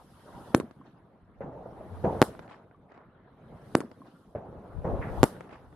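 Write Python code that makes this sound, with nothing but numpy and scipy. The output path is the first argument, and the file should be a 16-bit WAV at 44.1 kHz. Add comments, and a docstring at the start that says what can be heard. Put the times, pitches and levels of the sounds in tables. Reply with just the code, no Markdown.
"""Fireworks battery at night

Two lift charges near the listener and two shell bursts overhead are shock pulses, each answered by
copies from house walls and noise swarms from trees and houses; the bursts also bounce off the ground.
Other bangs roll in from far away as dying tones and noise, over a dull rumble of filtered noise.
A treble hiss of noise is smooth when loud and blotchy when faint. Low noise makes gusts at the
microphones and deep bass of two bangs. Two faint sine whistles and a low noise drone come and go,
and the gain control ducks after each loud bang."""
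import sys
import numpy as np
from scipy import signal
from scipy.fft import rfft, irfft
from scipy.io import wavfile
from scipy.ndimage import uniform_filter1d

SR = 44100
rng = np.random.default_rng(int(sys.argv[2]) if len(sys.argv) > 2 else 0)


def unload_wav(signal):
    """Save mono or channel-first audio to the path in sys.argv[1] as 16-bit WAV at rate SR, clipped to [-1, 1]."""
    wavfile.write(
        sys.argv[1],
        SR,
        np.round(np.clip(np.atleast_2d(signal).T, -1, 1) * 32767).astype(np.int16),
    )


def convert_level_to_amplitude(level_db):
    """Map a level in decibels to its linear amplitude factor."""
    exponent = np.asarray(level_db, float) / 20
    return 10 ** exponent


N = 253575
TIME = np.arange(N) / SR

# Likeness of left and right: (frequency [Hz], correlation [1])
LIKENESS = [(60, 0.93), (180, 1), (550, 0.9), (1650, 0.53), (4970, 0.077), (15000, 0.087)]
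GUST_LIKENESS = [(1, -.1), (400, -0.075)]
DRONE_LIKENESS = [(1, 1.0), (400, 0.29)]

# Relative noise spectra: (frequency [Hz], density [dB])
FLAT = [(1, 0), (SR, 0)]
RUMBLE_SPECTRUM = [(18, -46.5), (30, -8), (92, -0.5), (190, 0.5), (290, -4), (650, -7), (1400, -14.5),
                   (2400, -31), (4000, -37), (6000, -69)]
HISS_SPECTRUM = [(1500, -32), (3000, 1), (5000, -4), (7500, -10.5), (9500, -4), (11000, -2.5),
                 (13000, -11.5), (15800, -30), (16500, -53)]
GUST_SPECTRUM = [(15, -23.5), (30, -6), (55, 0), (95, -8), (140, -11), (260, -36), (500, -68), (1200, -110)]
ROLL_SPECTRUM = [(35, -20), (60, -15), (92, -7.5), (289, -12), (533, -9), (690, -13), (831, -15),
                 (2210, -47.5), (5000, -67), (6500, -63.5), (11000, -120)]
DRONE_SPECTRUM = [(50, -29.0), (76, -7.5), (90, 7.5), (104, -2.5), (150, -51.5), (400, -100)]

# Courses of rumble, treble hiss and drone: (time [s], level [dB])
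RUMBLE_LEVEL = [(0, -55.5), (.2, -54.5), (.35, -48), (.55, -50.5), (1, -53.5), (1.4, -54), (1.8, -47.5),
                (2.2, -40.5), (2.8, -53.5), (3.2, -51), (3.55, -46), (3.75, -47.5), (4.3, -53.5),
                (4.8, -46), (5.2, -37), (5.75, -49)]
HISS_LEVEL = [(0, -71.5), (.48, -65.5), (.7, -74), (1.05, -85), (1.3, -88), (1.75, -73.5), (2.2, -62),
              (2.3, -58), (2.55, -79), (3.2, -90.5), (3.74, -64), (3.9, -71.5), (4.2, -69.5), (4.45, -79),
              (5.05, -65.5), (5.3, -54), (5.5, -71.5), (5.75, -69.5)]
DRONE_LEVEL = [(1.6, -68), (1.85, -50.5), (1.95, -38.5), (2.1, -50.5), (2.17, -39.5), (2.3, -73)]

# Gusts at the microphone ports, and deep bass of the bangs at 1.41 and 2.19 s:
# (peak time [s], level [dB], half length [s], left over right [dB])
GUSTS_AND_BASS = [(0.36, -53.5, 0.04, -1.5), (1.41, -51, 0.087, -2.5), (1.803, -62.5, 0.26, -1.5),
                  (2.19, -43.5, 0.047, 0), (3.7, -67, .4, -3.5), (4.553, -43, .04, 13),
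                  (4.786, -26.5, 0.035, 20), (4.85, -31, 0.033, -8), (4.94, -29.5, 0.097, 13),
                  (5.004, -25, 0.026, -16), (5.116, -32, 0.026, 4.5), (5.209, -18, 0.0301, 18),
                  (5.678, -48, 0.096, 2)]

# Lift charges at the tubes:
# (time [s], level [dB], overpressure [ms], lead of first puff [s], puff level [dB])
LIFTS = [(0.5473, -0.5, 1.4, 0.0039, -15.5), (3.752, 2.5, 0.86, 0.0028, -17.5)]
# Shell bursts: (time [s], level [dB], overpressure [ms], ground bounce delay [ms],
# lead of the bounce at the left [ms], extra delay of the walls [ms])
BURSTS = [(2.2173, 5.5, 0.56, 7.95, 0.02, 2), (5.2314, 6.5, 0.65, 7.75, .25, 3)]
# Short rings sent back by stairs or fences:
# (delay [s], frequency [Hz], level re shot [dB], 60 dB decay time [s])
LIFT_RINGS = [(.0618, 1050, -22, .013), (.2655, 1070, -36, .035)]
BURST_RINGS = [(.528, 1150, -50, .06)]
# Flat walls that slap a shot back: (delay [s], level re shot [dB], dull above [Hz])
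LIFT_WALLS = [(.0526, -18, 9300), (.1632, -34, 5200)]
BURST_WALLS = [(.016, -34, 2400), (.1315, -36, 3000), (.1735, -29, 8200), (.2592, -36, 4500),
               (.293, -35, 3500), (.4928, -43, 2200), (.7007, -41, 4000), (.758, -41, 4000)]
# Echo swarms from trees and houses:
# (delay [s], level [dB], smear [s], thin below [Hz], dull above [Hz])
LIFT_ECHOES = [(0.0013, -19, 0.004, 260, 6000), (0.009, -11, 0.022, 150, 560),
               (.012, -5, 0.031, 7000, 13000), (0.0063, -16, .05, 1170, 4000),
               (.006, -12, .045, 3000, 7000), (0.064, -21, 0.05, 120, 640), (0.097, -31, 0.022, 450, 3000),
               (.2, -21.5, 0.15, 100, 306), (0.29, -27, 0.055, 900, 2500), (.3, -25, .05, 2200, 4600)]
BURST_ECHOES = [(0.013, -38.5, 0.068, 130, 1900), (0.005, -6, 0.041, 5510, 25000),
                (0.011, -20, 0.084, 917, 2980), (.001, -12, 0.018, 220, 6300),
                (0.0071, -13.5, 0.04, 3000, 7600), (0.194, -34, 0.055, 47, 8700),
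                (0.72, -38, 0.015, 860, 4560), (0.27, -21, .055, 700, 4500),
                (0.668, -31.5, 0.047, 550, 3000), (0.726, -30.5, 0.076, 520, 2300)]

# Far bangs: (time [s], knock level [dB], knock frequency [Hz],
# level of each of two roll decays [dB], 60 dB time of the slower decay [s])
FAR_BANGS = [(1.4065, -26, 544, -38, 3.56), (2.0400, -19.5, 485, -26, 0.88), (4.3504, -21.5, 586, -38, 3),
             (4.8445, -23, 596, -28.5, 1.73)]
# Lone dull knocks in the far roll: (time [s], frequency [Hz], level [dB], 60 dB decay time [s])
KNOCKS = [(1.659, 670, -34, .07), (1.809, 620, -34, .06), (3.596, 600, -42, .04), (5.174, 700, -32, .04)]
# Short rushes in the far roll: (time [s], level [dB], smear [s], low edge [Hz], high edge [Hz])
RUSHES = [(5.008, -37, .07, 850, 2200)]


def evened(x):
    """Normalization: scale to an rms of 1."""
    return x / np.sqrt(np.mean(x ** 2) + 1e-20)


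def read(points, hz):
    """Logarithmic pitch scale: interpolate a table along log frequency."""
    f, value = np.transpose(points)
    return np.interp(np.log(hz + 1), np.log(f + 1), value)


def curve(points):
    """Envelope: straight lines in decibels, given as amplitude."""
    return convert_level_to_amplitude(np.interp(TIME, *np.transpose(points)))


def add(mix, s, sound):
    """Superposition: add a sound from time s onward, cut at the end of the mix."""
    part = mix[..., round(s * SR):][..., :sound.shape[-1]]
    part += sound[..., :part.shape[-1]]


def dull(x, hz):
    """Treble loss: two-pole low-pass."""
    return signal.sosfilt(signal.butter(2, min(hz, .45 * SR), fs=SR, output="sos"), x)


def band(x, low_hz, high_hz):
    """Band limitation: two poles at each edge."""
    edges = [low_hz, min(high_hz, .45 * SR)]
    return signal.sosfilt(signal.butter(2, edges, "band", fs=SR, output="sos"), x)


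def swell(smear, rise=.18):
    """Diffuse arrival: rise over a share of the smear, then a rounded fall."""
    u = TIME[:round(4 * smear * SR)] / smear
    return np.tanh(u / rise) * np.exp(-u ** 1.2)


def noise(spectrum, patchy_db, likeness=LIKENESS, size=(6, 12)):
    """Partly coherent noise: random short-time spectra with patches (size in bins, frames), rms 1."""
    frames = N // 128 + 5
    a, b, c, d, patches = rng.standard_normal((frames, 257, 5)).T
    patches = uniform_filter1d(patches, size=size[0], axis=0)
    patches = evened(uniform_filter1d(patches, size=size[1], axis=1))
    like = np.clip(read(likeness, np.fft.rfftfreq(512, 1 / SR)), -1, 1)[:, None]
    left = a + 1j * b
    right = like * left + np.sqrt(1 - like ** 2) * (c + 1j * d)
    z = np.array([left, right]) * convert_level_to_amplitude(patchy_db * patches)
    x = signal.istft(z, nperseg=512, noverlap=384)[1][:, :N]
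    weight = convert_level_to_amplitude(read(spectrum, np.fft.rfftfreq(N, 1 / SR)))
    return evened(irfft(rfft(x) * weight, N))


def far_rumble():
    """Distant blur: dull, patchy noise follows a slow level course."""
    return noise(RUMBLE_SPECTRUM, 3.3) * curve(RUMBLE_LEVEL)


def treble_hiss():
    """Shaped noise: a treble hiss, smooth when loud, blotchy when faint."""
    level = curve(HISS_LEVEL)
    dense = np.clip(level / convert_level_to_amplitude(-64), 0, 1)
    smooth = np.sqrt(dense) * noise(HISS_SPECTRUM, 2)
    blotchy = np.sqrt(1 - dense) * noise(HISS_SPECTRUM, 7, size=(2, 6))
    return level * (smooth + blotchy)


def gusts_and_bass():
    """Low-frequency noise: lumpy gusts and deep bass of two bangs, nearly unrelated left and right."""
    fall_db = 13  # half a length from the peak
    lumps = convert_level_to_amplitude(1.7 * evened(dull(rng.standard_normal((2, N)), 21)))
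    level = convert_level_to_amplitude(-77)  # calm floor
    for s, db, half, side_db in GUSTS_AND_BASS:
        weaker_side = np.minimum([[side_db], [-side_db]], 0)
        level = level + convert_level_to_amplitude(db - fall_db * abs(TIME - s) / half + weaker_side)
    return evened(noise(GUST_SPECTRUM, 0, GUST_LIKENESS) * lumps) * level


def far_whistles():
    """Frequency modulation: two sines of wavering strength arch in pitch, highest at their peak."""
    top_hz, peak_s, db = (800, 950), .385, -54
    sag_hz_per_s2, before_db_per_s, after_db_per_s = 1500, 113, 83.5
    t = TIME - peak_s
    cycles = np.outer(top_hz, TIME) - sag_hz_per_s2 * t ** 3 / 3  # integral of the sagging pitch
    waver = 1 + evened(dull(rng.standard_normal((2, N)), 45))
    whistles = (waver * np.sin(2 * np.pi * cycles)).sum(0)
    return whistles * convert_level_to_amplitude(db - np.maximum(-before_db_per_s * t, after_db_per_s * t))


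def blast(db, ms, low_hz=110):
    """Blast wave: front, overpressure, suction; the capsule turns the sign, sheds deep bass, rings low."""
    u = np.arange(1500) / SR / (ms / 1000)  # time in overpressure lengths
    shock = dull((1 - u) * np.exp(-.9 * u), 2000) + 0.2 * dull(np.exp(-8 * u), 7000)
    b, a = signal.iirpeak(300, 2.2, SR)
    shock = band(0.98 * shock + 0.55 * signal.lfilter(b, a, shock), low_hz, 18000)
    turbulence = band(rng.standard_normal((2, len(u))), 1800, 12000)  # behind the front
    crack = 0.16 * turbulence * np.exp(-.7 * u)
    return -convert_level_to_amplitude(db) * (shock / shock.max() + crack)


def ring(db, hz, t60):
    """Damped resonance: a short dying tone."""
    t = TIME[:3000]
    return convert_level_to_amplitude(db - 60 * t / t60) * np.sin(2 * np.pi * hz * t) * np.tanh(t / .001)


def slap(db, ms, hz):
    """Reflection: one wall's answer, scattered by ledges and windows."""
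    rough = .1 * rng.standard_normal((2, 800)) * np.exp(-TIME[:800] / .005)
    rough[:, 0] = 1  # the mirror reflection
    return dull(signal.fftconvolve(blast(db, ms), rough, axes=1), hz)


def surroundings(echoes):
    """Diffuse scattering: each swarm is a dense run of random reflections that arrive in clumps."""
    swarm, out = noise(FLAT, 2.7, size=(8, 4)), np.zeros((2, SR))
    clumps = evened(band(rng.standard_normal(N), 40, 250))
    swarm = evened(swarm * convert_level_to_amplitude(2.5 * clumps))
    for delay, db, smear, low_hz, high_hz in echoes:
        shape = swell(smear, 0.068 + 0.81 * delay)  # far trees are deep: late swarms rise more slowly
        grains = swarm[:, round(delay * SR):][:, :len(shape)] * shape / np.linalg.norm(shape)
        add(out, delay, convert_level_to_amplitude(db) * dull(band(grains, low_hz, high_hz), 3.2 * high_hz))
    return out


def with_echoes(shots, echoes):
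    """Linear response: convolve the shots with their surroundings."""
    return shots + signal.fftconvolve(shots, surroundings(echoes), axes=1)[:, :N]


def lift_charges():
    """Directivity: the tube points away, so a puff and a blunted blast arrive, then rings and slaps."""
    out, lifts = np.zeros((2, 2, N))
    for s, db, ms, earlier, puff_db in LIFTS:
        add(lifts, s, dull(blast(db, ms, low_hz=140), 9000))
        add(out, s - earlier, dull(blast(puff_db, ms), 1600))
        for delay, hz, ring_db, t60 in LIFT_RINGS:
            add(out, s + delay, ring(db + ring_db, hz, t60))
        for delay, wall_db, hz in LIFT_WALLS:
            add(out, s + delay, slap(db + wall_db, .85, hz))
    return out + with_echoes(lifts, LIFT_ECHOES)


def far_bangs():
    """Propagation: distance leaves a ringing knock, a late low thump and a long roll between houses."""
    out, level, t = np.zeros((2, N)), np.zeros(N), TIME[:6000]
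    rushes = list(RUSHES)
    for s, db, hz, roll_db, t60 in FAR_BANGS:
        knock = np.sin(2 * np.pi * hz * t)
        knock += .5 * np.sin(2 * np.pi * 0.83 * hz * t)  # unrelated rings beat
        knock += 0.1 * np.sin(2 * np.pi * 1.6 * hz * t)
        add(out, s, -convert_level_to_amplitude(db) * knock * np.exp(-(t / .011) ** 2) * np.tanh(t / .0008))
        thump = np.sin(2 * np.pi * 180 * t) * np.exp(-((t - .02) / .009) ** 2)
        add(out, s + .014, convert_level_to_amplitude(roll_db + 4) * thump)
        decay = convert_level_to_amplitude(roll_db - 60 * TIME / t60) + convert_level_to_amplitude(roll_db - 60 * TIME / 0.27)
        add(level, s, decay * np.tanh(TIME / 0.0047))
        rushes.append((s, db - 21, .024, 700, 2100))  # noisy front of the bang
    for s, hz, db, t60 in KNOCKS:
        add(out, s, ring(db, hz, t60))
    white = noise(FLAT, 2, size=(8, 4))
    for s, db, smear, low_hz, high_hz in rushes:
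        shape = swell(smear)
        rush = white[:, round(s * SR):][:, :len(shape)]
        rush = evened(band(band(rush, low_hz, high_hz), low_hz, high_hz))
        add(out, s, convert_level_to_amplitude(db) * shape * rush)
    flutter = convert_level_to_amplitude(0.72 * evened(band(rng.standard_normal(N), 8.4, 50)))  # echoes arrive in clumps
    return out + level * flutter * noise(ROLL_SPECTRUM, 2)


def low_drone():
    """Narrow-band noise: a band near 90 Hz is heard as a wavering low tone."""
    return noise(DRONE_SPECTRUM, 0, DRONE_LIKENESS) * curve(DRONE_LEVEL)


def shell_bursts():
    """Image source: each overhead blast is followed by its ground bounce, then rings and wall slaps."""
    out, bursts = np.zeros((2, 2, N))
    for s, db, ms, bounce_ms, lead_ms, later_ms in BURSTS:
        add(bursts, s, blast(db, ms, low_hz=78.5))
        bounce = dull(blast(db - 4, 1.1 * ms), 12000)
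        add(out[0], s + bounce_ms / 1000, bounce[0])
        add(out[1], s + (bounce_ms + lead_ms) / 1000, bounce[1])
        for delay, hz, ring_db, t60 in BURST_RINGS:
            add(out, s + delay, ring(db + ring_db, hz, t60))
        for delay, wall_db, hz in BURST_WALLS:
            add(out, s + delay + later_ms / 1000, slap(db + wall_db, .36, hz))
    return out + with_echoes(bursts, BURST_ECHOES)


def scene():
    """Superposition: the sound pressures of all sources add."""
    near = lift_charges() + shell_bursts()
    far = far_rumble() + far_whistles() + far_bangs() + low_drone()
    return near + far + treble_hiss() + gusts_and_bass()


def top_cut(x):
    """Nothing passes above the cut-off."""
    return signal.sosfilt(signal.butter(12, 16650, fs=SR, output="sos"), x)


def record(dry):
    """Compression: the gain falls within a tenth of a second after a bang and recovers slowly."""
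    power = uniform_filter1d((dry ** 2).mean(0), size=400)
    power_db = 10 * np.log10(abs(power) + 1e-12)
    fall = TIME * 6.5  # the held level sinks by 6.5 dB a second
    held_db = np.maximum.accumulate(power_db + fall) - fall
    over_db = np.maximum(held_db + 26.5, 0)
    r = np.exp(-1 / (0.078 * SR))  # smoothing over 78 ms
    ducked = dry / convert_level_to_amplitude(0.44 * signal.lfilter([1 - r], [1, -r], over_db))
    overloaded = np.clip(ducked, -.93, .93)
    finished = dull(overloaded, 15000)  # treble roll-off of the input stage
    return top_cut(finished)


dry = scene()
out = record(dry)
unload_wav(out)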